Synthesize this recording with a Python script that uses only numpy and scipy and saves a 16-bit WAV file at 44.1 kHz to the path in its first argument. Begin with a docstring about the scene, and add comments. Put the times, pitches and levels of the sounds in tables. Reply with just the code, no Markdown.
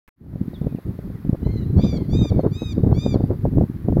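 """Bird calls in a gusty garden

A bird gives four clear, arched calls, harmonic tones shaped by its throat; a second one answers
farther off. Faint falling whistles come first. Houses and trees return a faint echo. Gusts buffet
the microphone with a lumpy low rumble. The recorder opens with a tick and fades in over a thin hiss."""
import sys
import numpy as np
from scipy import signal
from scipy.fft import rfft, irfft
from scipy.io import wavfile
from scipy.ndimage import uniform_filter1d, minimum_filter1d

SR = 44100
rng = np.random.default_rng(int(sys.argv[2]) if len(sys.argv) > 2 else 0)


def inscribe(sig):
    """Save sig as 16-bit PCM at rate SR to the path in sys.argv[1].

    A 1-D sig is mono; a 2-D sig holds one channel per row.
    Samples are clipped to [-1, 1] before scaling.
    """
    pcm = np.round(np.clip(np.atleast_2d(sig).T, -1, 1) * 32767)
    wavfile.write(sys.argv[1], SR, pcm.astype(np.int16))


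N = 176400


def amp(db):
    """Decibels to gain."""
    return 10 ** (np.asarray(db) / 20)


def unit_rms(x):
    """Scales to rms 1."""
    return x / np.sqrt(np.mean(x ** 2) + 1e-20)


def curve_at(points, hz):
    """Interpolates on a log-frequency axis."""
    point_hz, value = np.transpose(points)
    return np.interp(np.log(hz + 1), np.log(point_hz + 1), value)


def add(mix, start_s, sound):
    """Mixes a sound in at start_s."""
    part = mix[max(round(start_s * SR), 0):][:len(sound)]
    part += sound[:len(part)]


def noise(spectrum):
    """Shaped noise, rms 1."""
    shape = amp(curve_at(spectrum, np.fft.rfftfreq(N, 1 / SR)))
    return unit_rms(irfft(rfft(rng.standard_normal(N)) * shape, N))


def wander(rate_hz, size=N):
    """Smooth random motion up to about rate_hz, rms 1."""
    lowpass = np.exp(-(np.fft.rfftfreq(size, 1 / SR) / rate_hz) ** 2)
    return unit_rms(irfft(rfft(rng.standard_normal(size)) * lowpass, size))


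def steadied(x, size=2200):
    """Evens out the slow swells of a noise."""
    return x / np.sqrt(abs(uniform_filter1d(x ** 2, size)) + 0.014)


# Hiss spectrum: (frequency [Hz], relative level [dB])
AIR_SPECTRUM = [(40, -2), (500, -5.5), (1000, -2.5), (1900, -7), (2800, -17.5), (4300, -17.5),
                (6000, -25.5), (8400, -29.5), (10000, -22.5), (12000, -16.5), (15800, -20.5)]


def air(level_db=-55.5):
    """Steady outdoor air and microphone hiss."""
    return amp(level_db) * noise(AIR_SPECTRUM)


# Gust strength: (time [s], rumble level [dB], relative flutter level [dB])
GUSTS = [(0.15, -41, -89), (0.22, -28, -48), (0.41, -27.5, -43.5), (0.59, -35.5, -55), (0.62, -30, -42),
         (0.74, -26.5, -54), (0.82, -46, -50.5), (0.87, -22.5, -45), (1.01, -40, -54), (1.08, -25.5, -46),
         (1.2, -38, -58), (1.29, -24, -62), (1.35, -37, -24), (1.37, -34, -52), (1.47, -20, -37.5),
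         (1.64, -23.5, -45), (1.75, -19.5, -50.5), (1.79, -6.5, -20.5), (1.82, -17.5, -35),
         (1.85, -14.5, -22), (1.9, -23.5, -46), (1.94, -20.5, -31.5), (2.06, -27.5, -46),
         (2.13, -12.5, -29), (2.23, -16.5, -36), (2.26, -27.5, -28.5), (2.27, -29, -56), (2.32, -17, -27),
         (2.37, -20.5, -39), (2.39, -21, -17), (2.42, -33.5, -57), (2.45, -23, -15.5), (2.51, -22.5, -47),
         (2.6, -31.5, -52), (2.62, -32, -36), (2.66, -28, -55.5), (2.91, -16.5, -30), (3.04, -28, -47),
         (3.07, -24, -22.5), (3.1, -19.5, -48), (3.14, -22, -26), (3.23, -24.5, -39.5), (3.24, -20, -36),
         (3.27, -24.5, -47.5), (3.31, -16, -18.5), (3.36, -25.5, -42.5), (3.42, -29, -75),
         (3.45, -12.5, -35), (3.52, -26, -48), (3.58, -9, -31.5), (3.65, -22.5, -36), (3.67, -34.5, -58.5),
         (3.81, -29.5, -60), (3.89, -20, -29.5), (3.9, -21, -67.5), (4.0, -12, -19.5)]
# Low rumble and midrange flutter spectra: (frequency [Hz], relative level [dB])
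RUMBLE_SPECTRUM = [(15, -23.5), (30, -11), (60, -3), (105, 2), (190, -4.5), (300, -11), (420, -20.5),
                   (700, -51.5), (1500, -76.5)]
FLUTTER_SPECTRUM = [(120, -22.5), (250, -0.5), (400, -1), (600, -10.5), (900, -21.5), (1300, -32),
                    (2000, -45.5), (4000, -77), (8000, -93)]


def wind(lump_hz=55, rumble_lump_db=3.5, flutter_lump_db=5.5):
    """Turbulence at the microphone: rumble and flutter share the same quick lumps."""
    gust_s, rumble_db, flutter_db = np.transpose(GUSTS)
    t = np.arange(N) / SR
    lumps = np.clip(wander(lump_hz), -2, 2)
    rumble = unit_rms(steadied(noise(RUMBLE_SPECTRUM)) * amp(rumble_lump_db * lumps))
    flutter = unit_rms(steadied(noise(FLUTTER_SPECTRUM)) * amp(flutter_lump_db * lumps))
    rumble *= amp(np.interp(t, gust_s, rumble_db))
    flutter *= amp(np.interp(t, gust_s, flutter_db) + 1.5)
    return rumble + flutter


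# Eddy strikes: (time [s], relative snap level [dB], relative push level [dB])
EDDIES = [(0.355, -23, -18), (0.412, -38, -9.5), (0.479, -41, -17.5), (0.531, -33, -31), (0.614, -29, -14),
          (0.643, -33, -21), (0.667, -19.5, -15.5), (0.723, -35, -20.5), (0.746, -33, -17),
          (0.784, -27.5, -30), (0.988, -30, -22), (1.099, -33, -18.5), (1.248, -29.5, -21),
          (1.293, -30, -7), (1.329, -19, -11.5), (1.428, -37, -17), (1.793, -16.5, -13),
          (1.836, -25.5, -12.5), (1.85, -20.5, -11.5), (1.939, -21, -14.5), (2.131, -24, -22),
          (2.216, -26.5, -11.5), (2.381, -26, -11), (2.391, -8, -42), (2.433, -20, -35), (2.449, -15, -33),
          (2.462, -6, -10), (2.617, -20.5, -23), (2.778, -16.5, -11), (2.834, -12.5, -8.5),
          (2.898, -23, -35), (2.925, -14.5, -7.5), (2.984, -44, -12.5), (3.061, -13.5, -14.5),
          (3.141, -12.5, -13), (3.157, -7.5, -8), (3.204, -17, -21), (3.237, -18.5, -10),
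          (3.303, -10.5, -16), (3.451, -10.5, -25.5), (3.533, -32.5, -15), (3.57, -16.5, -5.5),
          (3.58, -14.5, -15), (3.609, -12, -11), (3.636, -28, -8), (3.697, -46, -17), (3.883, -13.5, -13),
          (3.922, -20, -14), (3.968, -11.5, -11)]


def eddies(snap_s=.00049, push_s=.0014, lag_s=.00315, wake_rise_s=.002, wake_fall_s=.0084):
    """Each eddy hits the microphone: a sharp pressure swing on a slower push, with a ragged wake."""
    pressure, wake = np.zeros((2, N))
    t = np.arange(N) / SR
    for time_s, snap_db, push_db in EDDIES:
        span = abs(t - time_s) < .05
        age_s = t[span] - time_s - lag_s
        snap = age_s / (snap_s * np.exp(.13 * rng.standard_normal()))
        push = age_s / (push_s * np.exp(.23 * rng.standard_normal()))
        pressure[span] += amp(snap_db + 8) * snap * np.exp(-snap ** 2 / 2) * rng.choice([-1, 1])
        pressure[span] -= amp(push_db + 3.5) * (1 - push ** 2) * np.exp(-push ** 2 / 2)
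        width_s = np.where(age_s < 0, wake_rise_s, wake_fall_s)
        wake[span] += amp(snap_db - 11.5) * np.exp(-(age_s / width_s) ** 2 / 2)
    return pressure + wake * steadied(noise(FLUTTER_SPECTRUM), size=500)


# Tail decay: (frequency [Hz], T60 [s])
TAIL_DECAY = [(1000, .6), (3500, .9), (5000, .9), (7000, .5), (14000, .3)]
# Tail spectrum: (frequency [Hz], relative level [dB])
TAIL_SPECTRUM = [(1000, -6), (2500, -5), (3600, -1), (4900, 2), (6000, -6), (14000, -14)]


def garden_tail(x):
    """Trees and fences scatter sound into a thin diffuse tail."""
    hz, t, bins = signal.stft(rng.standard_normal(SR), SR, nperseg=256)
    tail_db = curve_at(TAIL_SPECTRUM, hz)[:, None] - 60 * t / curve_at(TAIL_DECAY, hz)[:, None]
    tail = signal.istft(bins * amp(tail_db), SR, nperseg=256)[1]
    return signal.fftconvolve(x, tail / np.linalg.norm(tail))[:N]


# Single echoes: (delay [s], gain [dB])
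REFLECTIONS = [(.012, -25.5), (.034, -23)]


def echoes(x):
    """The surroundings return faint delayed copies."""
    mix = np.zeros(N)
    for delay_s, gain_db in REFLECTIONS:
        add(mix, delay_s, amp(gain_db) * x)
    return mix


# Whistles: (start [s], length [s], from [Hz], to [Hz], level [dB])
WHISTLES = [(0.536, .018, 5100, 3730, -65), (0.538, 0.034, 3940, 3230, -53),
            (0.683, 0.054, 2570, 2390, -66), (0.757, .025, 3000, 2310, -63), (1.147, .055, 2100, 1750, -61)]


def falling_whistles():
    """Faint falling whistles: short high chirps, then the falling end of a distant call."""
    mix = np.zeros(N)
    for start_s, length_s, from_hz, to_hz, level_db in WHISTLES:
        progress = np.arange(0, length_s, 1 / SR) / length_s
        hz = to_hz + (from_hz - to_hz) * (1 - progress) ** 1.1
        envelope = amp(level_db) * np.sqrt(2 * np.sin(np.pi * progress))
        add(mix, start_s, envelope * np.sin(2 * np.pi * np.cumsum(hz) / SR))
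    return mix


def call(length_s, top_hz, top_at, gain_db, notch_db, rasp, throat, rise, sag, flick, waver_db):
    """A harmonic tone rises, sags and flicks down through throat resonances, hoarse near its top."""
    attack_s, release_s, flick_s = .06, .01, .006
    waver_hz, rasp_hz = 26, 420
    notch_hz, notch_width_hz = 5050, 130
    t = np.arange(0, length_s, 1 / SR)
    progress = t / length_s

    def drift(rate_hz):
        return wander(rate_hz, size=SR)[:len(t)]

    # rise, sag and flick are fractions of the top pitch
    before = np.maximum(1 - progress / top_at, 0)
    after = np.maximum((progress - top_at) / (1 - top_at), 0)
    closing = np.exp((t - length_s) / flick_s)
    hz = top_hz * (1 - rise * before ** 1.5 - sag * after ** 1.1 - flick * closing)
    hz *= (1 + .0025 * drift(rate_hz=210)) * (1 + .003 * drift(rate_hz=35))  # jitter, wobble
    phase = 2 * np.pi * np.cumsum(hz) / SR
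    hoarseness = rasp * (.55 + np.exp(-((progress - .4) / .2) ** 2))
    tone = np.zeros(len(t))
    for k in range(1, 10):
        cut_db = notch_db * np.exp(-((k * hz - notch_hz) / notch_width_hz) ** 2)
        partial_db = curve_at(throat, k * hz) - cut_db + waver_db * drift(waver_hz)
        grit = (drift(rasp_hz) * np.sin(k * phase) + drift(rasp_hz) * np.cos(k * phase)) / np.sqrt(2)
        tone += amp(partial_db) * (np.sin(k * phase) + hoarseness * grit)
    envelope = np.minimum(t / attack_s, 1) * np.minimum((length_s - t) / release_s, 1)
    return np.sqrt(2) * amp(gain_db) * tone * envelope


# Far calls: (start [s], length [s], top pitch [Hz], top position [0-1], gain [dB],
# throat notch depth [dB], rasp [0-1])
FAR_CALLS = [(1.405, .25, 1058, .48, -61, 0, .25), (1.81, .25, 1160, .25, -60, 0, .3),
             (2.19, .235, 1200, .4, -63, 0, .3)]
# Throat resonances: (frequency [Hz], gain [dB])
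FAR_THROAT = [(1000, -20), (2050, 1.5), (3100, -9.5), (4150, -1), (5200, -25), (6300, -14), (7300, -22.5),
              (8500, -45), (13000, -53)]


def far_bird():
    """Three faint, wavering calls with a deep sag in pitch."""
    mix = np.zeros(N)
    for start_s, *row in FAR_CALLS:
        add(mix, start_s, call(*row, FAR_THROAT, rise=.10, sag=.12, flick=.03, waver_db=4))
    return mix


# Near calls: (start [s], length [s], top pitch [Hz], top position [0-1], gain [dB],
# throat notch depth [dB], rasp [0-1])
NEAR_CALLS = [(1.762, .22, 1208, .38, -46, 1, .42), (2.085, .222, 1250, .52, -43, 28, .1),
              (2.508, .228, 1279, .41, -43.5, 9, .1), (2.93, .224, 1228, .49, -42.5, 0, .12)]
# Throat resonances: (frequency [Hz], gain [dB])
NEAR_THROAT = [(1200, -18.5), (2200, -8.5), (2500, -12), (3250, -9.5), (3500, -6), (3720, 0.5), (4300, 0.5),
               (4750, -6), (5400, -10.5), (6000, -14), (6600, -17), (7300, -18), (8300, -34.5), (9800, -33),
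               (11200, -36), (13000, -59.5)]


def near_bird():
    """Four clear, arched calls, each closing with a sharp downward flick."""
    mix = np.zeros(N)
    for start_s, *row in NEAR_CALLS:
        add(mix, start_s, call(*row, NEAR_THROAT, rise=.135, sag=.062, flick=.17, waver_db=2))
    return mix


def scene():
    """Birds and their echoes over wind and hiss, in mono."""
    near = near_bird()
    far = far_bird() + falling_whistles()
    garden = echoes(near + far) + amp(-24) * garden_tail(near) + amp(-13) * garden_tail(far)
    return (near + far + garden + wind() + eddies() + air())[None]


# Opening tick spectrum: (frequency [Hz], relative level [dB])
TICK_SPECTRUM = [(40, 3), (600, -18), (2200, -14), (3200, -34), (8000, -40), (15000, -29)]


def record(dry):
    """The recorder ticks, fades in, softly limits the strongest gusts and cuts the top treble."""
    tick_start_s, tick_length_s, tick_db = .078, .013, -47.5
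    fade_start_s, fade_length_s = .16, .33
    ceiling, cutoff_hz = .78, 15900
    t = np.arange(N) / SR
    tick_gate = (t > tick_start_s) & (t < tick_start_s + tick_length_s)
    fade = np.clip((t - fade_start_s) / fade_length_s, 0, 1)
    x = dry * fade + amp(tick_db) * noise(TICK_SPECTRUM) * tick_gate
    gain = minimum_filter1d(np.minimum(ceiling / (abs(x) + 1e-9), 1), size=301)
    smooth_gain = uniform_filter1d(uniform_filter1d(gain, size=151), size=151)
    lowpass = signal.firwin(511, cutoff_hz, window=("kaiser", 9), fs=SR)
    return signal.oaconvolve(x * smooth_gain, lowpass[None], "same")


dry = scene()
out = record(dry)
inscribe(out)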